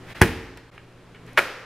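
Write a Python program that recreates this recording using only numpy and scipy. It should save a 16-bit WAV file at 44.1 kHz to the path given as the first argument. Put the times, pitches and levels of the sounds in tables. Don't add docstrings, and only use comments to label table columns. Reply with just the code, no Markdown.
import sys
import numpy as np
from scipy import signal
from scipy.fft import rfft, irfft
from scipy.io import wavfile
from scipy.ndimage import uniform_filter1d

SR = 44100
rng = np.random.default_rng(int(sys.argv[2]) if len(sys.argv) > 2 else 0)


def wrap_up_sound(samples):
    columns = np.atleast_2d(samples).T
    tamed = np.clip(columns, -1, 1)
    steps = np.round(tamed * 32767).astype(np.int16)
    wavfile.write(sys.argv[1], SR, steps)


N = 72765


def undb(db):
    return 10 ** (np.asarray(db) / 20)


def colour(x, points, lag=1, size=8192):
    hz, db = np.array(points, float).T
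    half = size // 2
    log_hz = np.log(np.arange(half + 1) * SR / size + 1)
    cepstrum = irfft(np.log(undb(np.interp(log_hz, np.log(hz), db))))
    cepstrum[1:half] *= 2
    cepstrum[half + 1:] = 0
    response = rfft(cepstrum)
    kernel = np.roll(irfft(np.exp(response.real + 1j * lag * response.imag)), half)
    return signal.oaconvolve(x, kernel if x.ndim == 1 else kernel[None], axes=-1)[..., half:half + N]


def since(start):
    return np.arange(N) / SR - start


def burst(start, decay_s):
    first = int(start * SR)
    t = np.arange(min(N - first, SR // 5)) / SR
    x = rng.standard_normal(SR // 5)[:len(t)] * np.exp(-t / decay_s)
    out = np.zeros(N)
    out[first:first + len(t)] = x / np.sqrt(np.sum(x ** 2))
    return out


def click(start):
    return 1. * (np.arange(N) == int(start * SR))


def wander(count):
    return signal.resample(rng.standard_normal(count), N)


def stereo(mid, side):
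    # frequency in Hz, gain of the side signal in dB.
    width = [(60, -41), (250, -12), (1000, -18), (2000, -19.5), (4000, -5), (8000, -3.5), (14000, 1.5)]
    side = colour(side, width)
    return np.array([mid + side, mid - side])


def background():
    # frequency in Hz, gain in dB.
    air_colour = [(25, 4), (60, 0), (120, 1.5), (200, -1.5), (400, 2), (700, -7), (1600, -10),
                  (3000, -16.5), (6000, -27), (11000, -33.5), (16000, -48)]
    # frequency in Hz, level in dB.
    tones = [(119, -44.5), (174, -51.5)]
    air = undb(-31) * colour(stereo(*rng.standard_normal((2, N))), air_colour)
    hum = 0
    for hz, db in tones:
        level = undb(db + 1.5 * wander(count=14))
        hum += level * np.sin(2 * np.pi * hz * since(0) + .5 * wander(count=14))
    return air + hum


def rustle():
    # peak time in seconds, relative level in dB, rise and decay in seconds.
    moves = [(.105, -2.5, 0.027, 0.041), (.16, -3.5, 0.022, 0.12), (0.279, 19, 0.00066, .003),
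             (0.375, 9, 0.0012, 0.0026), (0.573, 4.5, 0.0012, 0.0089), (.745, -8.5, 0.04, 0.049),
             (1.279, -5, 0.0079, 0.045), (1.369, -0.5, 0.0027, 0.0086)]
    # frequency in Hz, gain in dB.
    film_colour = [(100, -6), (500, -6.5), (1200, -3.5), (2200, -0.5), (3200, -9), (5000, -19), (8000, -27),
                   (12000, -26.5), (16000, -36)]
    effort = sum(undb(db) * np.exp(-np.maximum(-since(s) / rise, since(s) / decay))
                 for s, db, rise, decay in moves)
    grains = rng.standard_normal((2, N)) * undb(2 * rng.standard_normal(N))
    return undb(-27.5) * colour(stereo(*(effort * grains / grains.std())), film_colour)


def landing(contacts, outline, grit, grit_s):
    # frequency in Hz, gain in dB.
    crunch_colour = [(500, -14), (3000, -1), (5000, -2.5), (7000, -6), (10000, -3), (13000, -2.5),
                     (16000, -19)]
    mid = sum(undb(db) * (click(s) + grit * burst(s, grit_s)) for s, db in contacts)
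    side = sum(undb(db) * 0.18 * burst(s, grit_s) for s, db in contacts)
    slaps = colour(stereo(mid, side), outline, lag=0.48)
    grains = [sum(undb(db) * burst(s, decay_s=0.0032) for s, db in contacts) for _ in range(2)]
    direct = slaps + undb(-27.5) * colour(stereo(*grains), crunch_colour)
    times, levels = np.array(contacts).T
    energy = undb(levels) ** 2
    blow = np.sqrt(energy.sum()) * click(np.average(times, weights=energy))
    return direct, colour(blow, outline, lag=0) + undb(-24) * colour(blow, crunch_colour, lag=0)


def set_down():
    # start in seconds, relative level in dB.
    contacts = [(.2130, -14), (.2146, -14.5), (.2161, 3), (.2169, -2), (.2229, 0.5), (.2308, -9.5)]
    # frequency in Hz, gain in dB.
    base_colour = [(40, -10), (120, 3), (350, 5), (600, -5), (900, 0.5), (1300, -1.5), (1800, 4),
                   (2900, -5.5), (4200, -20), (7000, -28), (16000, -30.5)]
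    direct, blow = landing(contacts, base_colour, grit=1, grit_s=0.0031)
    return undb(21) * direct, undb(21) * blow


def snaps():
    # start in seconds, relative level in dB.
    creases = [(.2160, 6), (0.221, 1.5), (0.277, -14), (0.574, -18.5), (1.265, -30), (1.332, -31),
               (1.3864, -1.5)]
    # frequency in Hz, gain in dB.
    snap_colour = [(300, -16), (2500, -13), (5000, -0.5), (8000, -1.5), (11500, 0), (16000, -21)]
    mid, side = (sum(undb(db) * burst(s, decay_s=0.0011) for s, db in creases) for _ in range(2))
    return undb(3.5) * colour(stereo(mid, .7 * side), snap_colour)


def thump():
    # frequency in Hz, relative level in dB, seconds to fall 60 dB.
    modes = [(53.4, -18, 0.94), (77, -10.5, 0.17), (92, -12, 0.3), (102, 0.5, 0.12), (169.7, -13.5, 0.33),
             (202.6, -22.5, 0.36), (246.8, -10.5, 0.34), (272, -24.5, 0.99), (322.7, -20, 0.5),
             (368.5, -10, 0.39), (454.7, -8, 0.56)]
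    # frequency in Hz, gain in dB.
    radiation = [(20, -17.5), (45, -7.5), (70, -3), (16000, 6)]
    start_s, push_s = .2168, .0016
    t = np.maximum(since(start_s), 0)
    ring = sum(undb(db) * np.sin(2 * np.pi * hz * t) * np.exp(-np.log(1000) * t / t60)
               for hz, db, t60 in modes)
    push = np.exp(-(since(0) / push_s * 2 - 1) ** 2)
    motion = -undb(-2) * signal.fftconvolve(ring, push / push.sum())[:N]
    return colour(motion, radiation)


def finger_taps():
    # start in seconds, relative level in dB, decay in seconds.
    taps = [(.7790, 1.5, 0.0021), (1.147, -3, .016)]
    # frequency in Hz, gain in dB.
    tap_colour = [(200, -18), (800, -8), (1500, 2), (2900, 1.5), (4200, -16), (6000, -30), (16000, -43)]
    touches = sum(undb(db) * burst(s, decay) for s, db, decay in taps)
    return undb(-4) * colour(touches, tap_colour)


def roll():
    # frequency in Hz, gain in dB.
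    rumble_colour = [(40, -12), (120, 2.5), (300, -3), (600, -14), (1500, -28), (16000, -60)]
    peak_s, spread_s = 1.268, 0.075
    swell = np.exp(-(since(peak_s) / spread_s) ** 2)
    return undb(-25.5) * colour(rng.standard_normal(N) * swell, rumble_colour)


def fall_flat():
    # start in seconds, relative level in dB.
    contacts = [(1.3746, -5.5), (1.3771, 0), (1.3788, -4.5), (1.3799, -4.5), (1.3816, -5), (1.3823, -1),
                (1.3866, -3), (1.3900, -10), (1.3914, -3.5), (1.3923, -2.5)]
    # frequency in Hz, gain in dB.
    side_colour = [(40, -19), (150, -17.5), (320, -8), (550, -0.5), (850, -4.5), (1400, 5), (2400, -1.5),
                   (3100, -9), (4200, -19), (7000, -30), (16000, -45)]
    direct, blow = landing(contacts, side_colour, grit=0.93, grit_s=0.0011)
    return undb(22) * direct, undb(22) * blow


def reflections():
    # frequency in Hz, seconds to fall 60 dB, level in dB.
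    bands = [(61.6, 0.95, 6), (168, 0.5, 5), (406, 0.79, 4.5), (740, 0.91, -1.5), (1540, 0.99, -4.5),
             (2900, 0.81, -2), (5100, 0.92, 2), (9200, 0.63, -2.5), (15200, 0.51, -4)]
    onset_s = 0.011
    t = np.arange(SR) / SR
    spectrum = rfft(rng.standard_normal(SR))
    log_hz, log_centres = np.log(np.arange(SR // 2 + 1) + 1), np.log([row[0] for row in bands])
    tail = 0
    for share, (_, t60, db) in zip(np.eye(len(bands)), bands):
        band = irfft(spectrum * np.interp(log_hz, log_centres, share))
        fade = np.exp(-np.log(1000) * t / t60) * np.minimum(t / onset_s, 1)
        tail += undb(db) * band * fade / np.sqrt(np.sum(fade ** 2))
    early = undb(-4.5) * burst(0.0053, decay_s=0.031)[:SR]
    return tail + early


def gain_control(x):
    threshold_db, share_removed, attack_s, recover_db_per_s = -22.5, 0.5, 0.042, 6
    power = uniform_filter1d(x.mean(axis=0) ** 2, size=441)
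    excess_db = np.maximum(10 * np.log10(np.abs(power) + 1e-12) - threshold_db, 0)
    ramp = recover_db_per_s * since(0)
    cut_db = np.maximum.accumulate(share_removed * excess_db + ramp) - ramp
    pole = np.exp(-1 / (attack_s * SR))
    return x * undb(-signal.lfilter([1 - pole], [1, -pole], cut_db))


def scene():
    base, base_blow = set_down()
    slap, slap_blow = fall_flat()
    table, ticks, film = thump(), snaps(), rustle() + finger_taps()
    to_room = (undb(-1.5) * base_blow + undb(-4) * slap_blow + undb(-12) * table
               + undb(-16) * ticks.mean(axis=0) + undb(-3.5) * film.mean(axis=0))
    room = stereo(*(signal.fftconvolve(to_room, reflections())[:N] for _ in range(2)))
    return base + slap + table + ticks + film + room + roll() + background()


def record(dry):
    # centre in seconds, half length in seconds, depth in dB.
    dips = [(.141, 0.0073, -16), (.709, 0.0056, -19)]
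    top_hz = 15600
    dip_db = sum(db * np.exp(-(since(s) / half) ** 2) for s, half, db in dips)
    clipped = np.clip(gain_control(dry) * undb(dip_db), -1, 1)
    return signal.sosfilt(signal.ellip(8, .2, 70, top_hz, fs=SR, output="sos"), clipped)


dry = scene()
out = record(dry)
wrap_up_sound(out)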